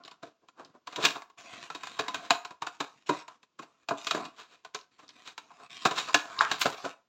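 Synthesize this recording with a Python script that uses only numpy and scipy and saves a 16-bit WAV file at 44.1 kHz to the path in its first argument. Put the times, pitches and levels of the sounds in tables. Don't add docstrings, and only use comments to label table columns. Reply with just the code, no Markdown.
import sys
import numpy as np
from scipy import signal
from scipy.fft import rfft, irfft, next_fast_len
from scipy.io import wavfile
from scipy.ndimage import uniform_filter1d, map_coordinates

SR = 44100
rng = np.random.default_rng(int(sys.argv[2]) if len(sys.argv) > 2 else 0)


def waveform_to_disk(signal):
    frames = np.transpose(np.atleast_2d(signal))
    scaled = np.clip(frames, -1, 1) * 32767
    samples = np.round(scaled).astype(np.int16)
    wavfile.write(sys.argv[1], SR, samples)


N = 312228

# (lowest f/Hz, highest f/Hz)
BANDS = [(20, 550), (550, 1800), (1800, 4500), (4500, 18000)]



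def snaps(wall_db=9, tone_db=-15, tone_t60=0.062, ring_t60=0.045, bass_t60=0.087, attack_s=0.0015,
          crackle_db=-20, crackle_t60=0.21):
    # (t/s, level/dB,
    # body/dB, brightness/dB, ringing panel f/Hz)
    snap_list = [(0.076, -52, -18, -2, 1130), (0.111, -53.5, -11, -1, 990), (0.226, -43, -1.5, -8.5, 654),
                 (0.483, -55, -15, -3.5, 1038), (0.646, -62, 0, 1.5, 610), (0.87, -39, -14, -6, 1008),
                 (0.957, -40.5, -10, 4.5, 977), (1.048, -28, -7.5, 8.5, 755), (1.218, -48, -23, -5.5, 1130),
                 (1.297, -54, -17, -9.5, 1093), (1.699, -39, -15, -6.5, 1326),
                 (1.745, -39.5, -5.5, -2, 1005), (1.832, -40.5, -22, -3, 810),
                 (1.869, -43.5, -38, -1, 1030), (1.989, -28.5, -6, -3, 665), (2.079, -34, -14, -3, 1018),
                 (2.142, -35, -15, 0.5, 1540), (2.303, -19.5, -14, -2, 690),
                 (2.447, -39, -15.5, -3.5, 1043), (2.504, -44, -8, -8.5, 990),
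                 (2.618, -33, -15.5, -7.5, 957), (2.801, -30.5, -6.5, -3.5, 668),
                 (3.089, -22, -4, -12, 960), (3.278, -45, -19.5, -6.5, 1015),
                 (3.427, -59.5, -10, 0.5, 1014), (3.589, -39.5, -7, -9.5, 1085),
                 (3.884, -33.5, -10, -2, 683), (3.905, -26.5, -6, -18.5, 658), (4.066, -35, -12, 3.5, 1190),
                 (4.107, -29, -14.5, 1.5, 1242), (4.249, -53.5, -14.5, 6.5, 1716),
                 (4.646, -46.5, -15, -4, 1497), (4.743, -37.5, -6, -1.5, 418),
                 (5.087, -60.5, -8.5, 4.5, 975), (5.376, -43.5, -14.5, 0, 893), (5.85, -20, -7, -5.5, 1250),
                 (5.908, -32.5, -6, -4, 995), (6.141, -21, -10.5, 2, 1700), (6.511, -32, -9.5, 3.5, 1650)]
    lead_db, lead_rise_s = -20, 0.003
    crack_db, crack_t60 = 2, 0.0045
    attack_per_body, typical_body_db = 1.3, -10
    out = np.zeros(N)
    t = np.arange(-SR // 40, SR // 5) / SR
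    after = np.maximum(t, 0)
    for s, db, body_db, bright_db, hz in snap_list:
        dense, bass = rng.standard_normal((2, len(t)))
        ring = band(dense, (550, 18000)) * fade(after, ring_t60)
        ring += band(bass, BANDS[0]) * fade(after, bass_t60)
        ring += amp(tone_db) * np.sin(2 * np.pi * hz * t) * fade(after, tone_t60)
        ring += amp(crack_db) * dense * fade(after, crack_t60)
        landing_s = attack_s * amp(attack_per_body * (body_db - typical_body_db))
        ring *= 1 - np.exp(-after / landing_s)
        before = amp(lead_db) * np.exp(-np.abs(t) / lead_rise_s)
        settling = amp(crackle_db) * fade(after, crackle_t60)
        ring += np.where(t < 0, before, settling) * grains(len(t), rate=680, spread_db=5)
        ring = coloured(ring, lambda f: contact(f, bright_db) + wall_db * walls(f, vary=13.5))
        snap = amp(db) * voiced(ring, registers(body_db, bright_db), window_size=882)
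        add(out, s + t[0] + lead_rise_s * 2 / 3, snap)
    return out


def scuffs(wall_db=8):
    # (t/s of the swell's top, level/dB, body/dB, brightness/dB, rise/s)
    scuff_list = [(0.054, -57, 1.5, 4.5, 0.0065), (0.269, -56.5, 3.5, -3.5, 0.016),
                  (0.435, -61.5, 0.5, -25, 0.015), (0.597, -44.5, -4, -12, 0.013),
                  (0.752, -52.5, -1, -18, 0.0089), (0.928, -44.5, -10, -3.5, 0.007),
                  (0.986, -34, 0, -21, 0.0064), (1.047, -28, -4.5, 2, 0.018), (1.16, -36, -7.5, -8, 0.0051),
                  (1.535, -46, -6.5, -3.5, 0.006), (2.155, -46, -16, 2, 0.019),
                  (2.25, -47, -8, -3.5, 0.023), (2.669, -33.5, -14, -4, 0.002),
                  (2.832, -47, -5, -7.5, 0.003), (3.147, -39.5, -14, -14.5, 0.0024),
                  (3.626, -46, -3, -5.5, 0.0051), (4.15, -28.5, 0, -7.5, 0.0082),
                  (4.401, -47.5, -10, -0.5, 0.024), (4.528, -58.5, -3.5, 0.5, 0.044),
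                  (4.995, -52, -10, -5, 0.0048), (5.034, -56, -2.5, -6.5, 0.0088),
                  (5.276, -47, -10, 4, 0.014), (5.507, -51, -32, -14, 0.0034),
                  (5.605, -50, -9.5, -10, 0.015), (5.861, -26, -12, -2.5, 0.0015),
                  (5.983, -30, -13, 2.5, 0.014), (6.011, -48, -4, -4, 0.0027),
                  (6.088, -34.5, -16, -6, 0.008), (6.412, -25.5, -21, -5, 0.0052),
                  (6.522, -33, -12, -2.5, 0.01), (6.616, -29, -19, 5.5, 0.0041),
                  (6.658, -21, -0.5, -7, 0.0032), (6.729, -40.5, -6, -3, 0.004),
                  (6.85, -33, 1, -8.5, 0.0064)]
    shortest_fall_s, fall_per_rise = 0.009, 1
    out = np.zeros(N)
    t = np.arange(-SR // 10, SR // 5) / SR
    for s, db, body_db, bright_db, rise in scuff_list:
        fall = shortest_fall_s + fall_per_rise * rise
        swell = np.exp(-np.abs(t) / np.maximum(np.where(t < 0, rise, fall), 1e-3))
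        rasp = swell * grains(len(t), rate=5000, spread_db=0.5)
        rasp = coloured(rasp, lambda f: contact(f, bright_db) + wall_db * walls(f, vary=10.0))
        add(out, s + t[0], amp(db) * voiced(rasp, registers(body_db, bright_db), window_size=441))
    return out


def zips(rise_s=0.002, fall_s=0.013):
    # (t/s of the top, level/dB)
    zip_list = [(1.05, -39.5), (6.595, -44.5), (6.612, -33.5)]
    # (f/Hz, relative level/dB)
    sizzle_curve = [(2000, -30.5), (5000, -2.5), (7500, 0), (10000, -9.5), (12500, -4.5), (15500, -5)]
    out = np.zeros(N)
    t = np.arange(-SR // 50, SR // 10) / SR
    swell = np.exp(-np.abs(t) / np.where(t < 0, rise_s, fall_s))
    for s, db in zip_list:
        fine_slips = grains(len(t), rate=9000, spread_db=0.5)
        sizzle = unit(coloured(fine_slips, lambda f: along(sizzle_curve, f)))
        add(out, s + t[0], amp(db) * swell * sizzle)
    return out


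def pings(t60=0.014, spread=0.16, attack_s=0.0003):
    # (t/s, peak level/dB, centre f/Hz)
    ping_list = [(0.037, -41.5, 4240), (.05, -37, 4120), (0.079, -38, 4070), (0.112, -41, 3800),
                 (.648, -40.5, 4870), (4.748, -26.5, 5660), (4.812, -42.5, 4210), (5.08, -44, 4500),
                 (5.091, -38.5, 4730), (5.104, -46, 4230), (6.39, -17, 4030)]
    out = np.zeros(N)
    t = np.arange(SR // 20) / SR
    for s, db, hz in ping_list:
        pitches = hz * (1 + spread * rng.standard_normal(size=(14, 1)))
        start_phases = rng.random(pitches.shape)
        ring = np.sin(2 * np.pi * (pitches * t + start_phases)).sum(axis=0) * fade(t, t60)
        ring *= 1 - np.exp(-t / attack_s)
        add(out, s, amp(db) * ring / np.abs(ring).max())
    return out


def creak(first_db=-3, slips_db=-21, width_s=0.00073):
    # t/s, slips per second, f/Hz, fade time constant/s
    s, rate, hz, life = (6.409, 300, 1364, 0.099)
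    t = np.arange(-SR // 200, SR // 200) / SR

    def pulse(pitch):
        return np.cos(2 * np.pi * pitch * t) * np.exp(-(t / width_s) ** 2)

    out = np.zeros(N)
    start = s + t[0] + width_s
    add(out, start, amp(first_db) * pulse(hz))
    for delay in np.cumsum(1 + 0.13 * rng.standard_normal(size=20)) / rate:
        strength = amp(slips_db + rng.normal(0, 1.2)) * np.exp(-delay / life)
        add(out, start + delay, strength * pulse(hz * rng.normal(1, 0.07)))
    return out


def sliding(wall_db=4, unsteady_db=2, catch_rate=28, ticks_db=-6, patchy_db=4.0):
    # (start t/s, length/s, level/dB, swell over the stroke/dB, body/dB, brightness/dB)
    stroke_list = [(0.0, 0.21, -64, -7, -6, -30), (0.582, 0.13, -65, 2, -6, -14),
                   (0.873, 0.19, -47, 18, -5.5, -7), (1.065, 0.17, -52, -16, -11, -19.5),
                   (1.385, .275, -51.5, -3, -6, -1), (1.671, 0.32, -56, 7.5, -6, 0),
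                   (2.022, 0.24, -49.5, 4, -7.5, -10.5), (2.72, 0.31, -68, 1.5, -5, 1.5),
                   (3.071, .14, -52, 2.5, -17.5, 0), (3.306, 0.052, -58.5, -3.5, -17, -9),
                   (3.68, 0.15, -66.5, 0, -6, -5), (3.978, 0.15, -55.5, 4.5, -13, 7.5),
                   (4.176, 0.15, -50, -22.5, -7.5, -7.5), (4.92, .4, -66, 9, -6, 1.5),
                   (5.417, 0.24, -60.5, 9.5, -6, -3), (5.705, 0.19, -52, 2.5, -6.5, 1.5),
                   (5.913, 0.23, -46.5, 2, -13, -2.5), (6.249, 0.18, -48.5, 11, -10.5, -4),
                   (6.443, 0.26, -44.5, 5.5, -8.5, -4), (6.773, .14, -51.5, -1.5, -13, 0.5)]
    # (f/Hz, relative level/dB)
    rub_curve = [(47, -49), (80, -21), (269, -7), (581, -14.5), (693, 0), (884, -8), (1080, 2), (1950, -10),
                 (2540, -6), (3030, -9.5), (4040, -9), (5270, -14), (7170, -14.5), (9550, -38),
                 (15500, -43.5)]
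    press_s, lift_s = 0.012, 0.03
    t = np.arange(N) / SR
    grip = map_coordinates(rng.standard_normal(int(t[-1] * catch_rate) + 4), [t * catch_rate])
    slips = grains(N, rate=4000, spread_db=0.0)
    slips += amp(ticks_db) * grains(N, rate=70, spread_db=4)
    rub = coloured(wandering(slips, patchy_db), lambda f: along(rub_curve, f) + wall_db * walls(f))
    hollow = unit(band(rub, BANDS[0]))
    card = unit(band(rub, BANDS[1]))
    hiss = unit(band(rub, (BANDS[2][0], BANDS[3][1])))
    out = np.zeros(N)
    for s, length, db, swell_db, body_db, bright_db in stroke_list:
        touching = np.clip(1 + np.minimum((t - s) / press_s, (s + length - t) / lift_s), 0, 1)
        on = touching > 0
        progress = np.clip((t[on] - s) / length, 0, 1)
        force = touching[on] * amp(db + swell_db * (progress - 0.5))
        out[on] += force * (amp(body_db) * hollow[on] + card[on] + amp(bright_db) * hiss[on])
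    return amp(unsteady_db * grip) * out


def grains(size, rate, spread_db):
    hit = rng.random(size) < rate / SR
    sizes = amp(spread_db * np.clip(rng.standard_normal(size), -2, 2))
    return unit(hit * rng.standard_normal(size) * sizes)


def wandering(x, patchy_db):
    z = signal.stft(x, nperseg=1024)[2]
    field = rng.standard_normal(z.shape)
    broad = uniform_filter1d(uniform_filter1d(field, size=25, axis=0), size=7, axis=1)
    narrow = uniform_filter1d(uniform_filter1d(field, size=4, axis=0), size=6, axis=1)
    patches = unit(0.45 * unit(broad) + unit(narrow))
    return signal.istft(z * amp(patchy_db * patches), nperseg=1024)[1][:len(x)]


def contact(hz, bright_db):
    # (f/Hz, relative level/dB)
    strike_curve = [(30, -34), (80, -20.5), (140, -11), (300, 0), (560, 1.5), (750, 8.5), (1300, 12.5),
                    (1650, 6), (1950, -3.5), (2600, 1.5), (4000, -2), (5000, -8.5), (7300, -10),
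                    (8600, -25.5), (10000, -40.5), (12000, -32.5), (15500, -32.5)]
    tilt_per_bright, flat_bright_db = 0.33, -5
    octaves = np.log2(np.clip(hz, BANDS[1][0], BANDS[2][1]) / BANDS[1][0])
    return along(strike_curve, hz) + tilt_per_bright * (bright_db - flat_bright_db) * octaves


def walls(hz, vary=0):
    # (f/Hz, width/Hz, height/dB, softened to a quarter below)
    wall_humps = [(293, 55, -5.5), (695, 100, -7.5), (1031, 150, 5.5), (2480, 79, -16.5), (3796, 200, -7),
                  (4600, 30, -22.5), (7050, 100, -21)]
    # (f/Hz, width/Hz, height/dB, softened to a quarter below)
    hollow_humps = [(129, 39, -3), (150, 35, -8), (431, 28, -6)]
    total = 0
    for centre, width, height in [*hollow_humps, *wall_humps]:
        driven = amp((height + vary * rng.standard_normal()) / 4)
        total = total + driven / (1 + ((hz - centre) / (width / 2)) ** 2)
    return np.minimum(total, 1)


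def registers(body_db, bright_db):
    treble_per_bright, treble_db = 0.97, -7.5
    return body_db, 0, bright_db, treble_per_bright * bright_db + treble_db


def voiced(x, levels_db, window_size):
    out = 0
    for edges, db in zip(BANDS, levels_db):
        part = band(x, edges)
        loudest = np.sqrt(uniform_filter1d(part * part, window_size).max() + 1e-20)
        out = out + amp(db) * part / loudest
    return out


def room(x):
    # (f/Hz, t60/s)
    tail_times = [(150, 0.12), (400, 0.29), (1000, 0.42), (3000, 0.26), (7500, 0.3), (15000, 0.4)]
    out = np.zeros(N)
    for i in range(0, N, SR // 3):
        hz, t, z = signal.stft(rng.standard_normal(SR // 2), SR, nperseg=256)
        fading = z * fade(t, along(tail_times, hz)[:, None])
        tail = signal.istft(fading, SR, nperseg=256)[1]
        tail *= 1 - np.exp(-np.arange(len(tail)) / SR / 0.00096)
        add(out, i / SR, signal.fftconvolve(x[i:i + SR // 3], tail / np.linalg.norm(tail)))
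    return out


def room_tone():
    # (f/Hz, relative level/dB)
    tone_curve = [(15, -54.5), (25, -23), (267, -2.5), (848, -10.5), (1020, -5), (1950, -16.5), (2560, -12),
                  (7100, -19), (9300, -48), (15500, -46.5)]
    return unit(coloured(rng.standard_normal(N), lambda f: along(tone_curve, f)))


def amp(db):
    return 10 ** (np.asarray(db) / 20)


def unit(x):
    return x / np.sqrt(np.mean(x ** 2) + 1e-20)


def along(points, hz):
    f, v = np.transpose(points)
    return np.interp(np.log(hz + 1), np.log(f + 1), v)


def fade(t, t60):
    return np.exp(-np.log(1000) * t / np.maximum(t60, 1e-3))


def add(track, s, x):
    i = round(s * SR)
    x, i = x[max(-i, 0):], max(i, 0)
    track[i:i + len(x)] += x[:max(len(track) - i, 0)]


def coloured(x, db_of_hz):
    m = 2 * next_fast_len(x.shape[-1] // 2 + 2048)
    gain = amp(db_of_hz(np.fft.rfftfreq(m, 1 / SR)))
    cepstrum = irfft(np.log(gain + 1e-6), m)
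    cepstrum[1:m // 2] *= 2
    cepstrum[m // 2 + 1:] = 0
    return irfft(rfft(x, m) * np.exp(rfft(cepstrum)), m)[..., :x.shape[-1]]


def band(x, edges):
    return signal.sosfilt(signal.butter(3, edges, 'bandpass', fs=SR, output='sos'), x)


def scene(room_db=-10, quiet_db=-72):
    box = snaps() + scuffs() + zips() + pings() + creak() + sliding()
    mono = box + amp(room_db) * room(box) + amp(quiet_db) * room_tone()
    return np.array([mono, mono])


def record(dry, threshold_db=-64, depth_db=-10, top_hz=15800):
    power = np.abs(uniform_filter1d(dry[0] ** 2, size=882))
    gain = amp(depth_db / (1 + power / amp(threshold_db) ** 2))
    m = next_fast_len(N + SR // 2)
    passed = np.fft.rfftfreq(m, 1 / SR) < top_hz
    return irfft(rfft(dry * gain, m) * passed, m)[:, :N]


dry = scene()
out = record(dry)
waveform_to_disk(out)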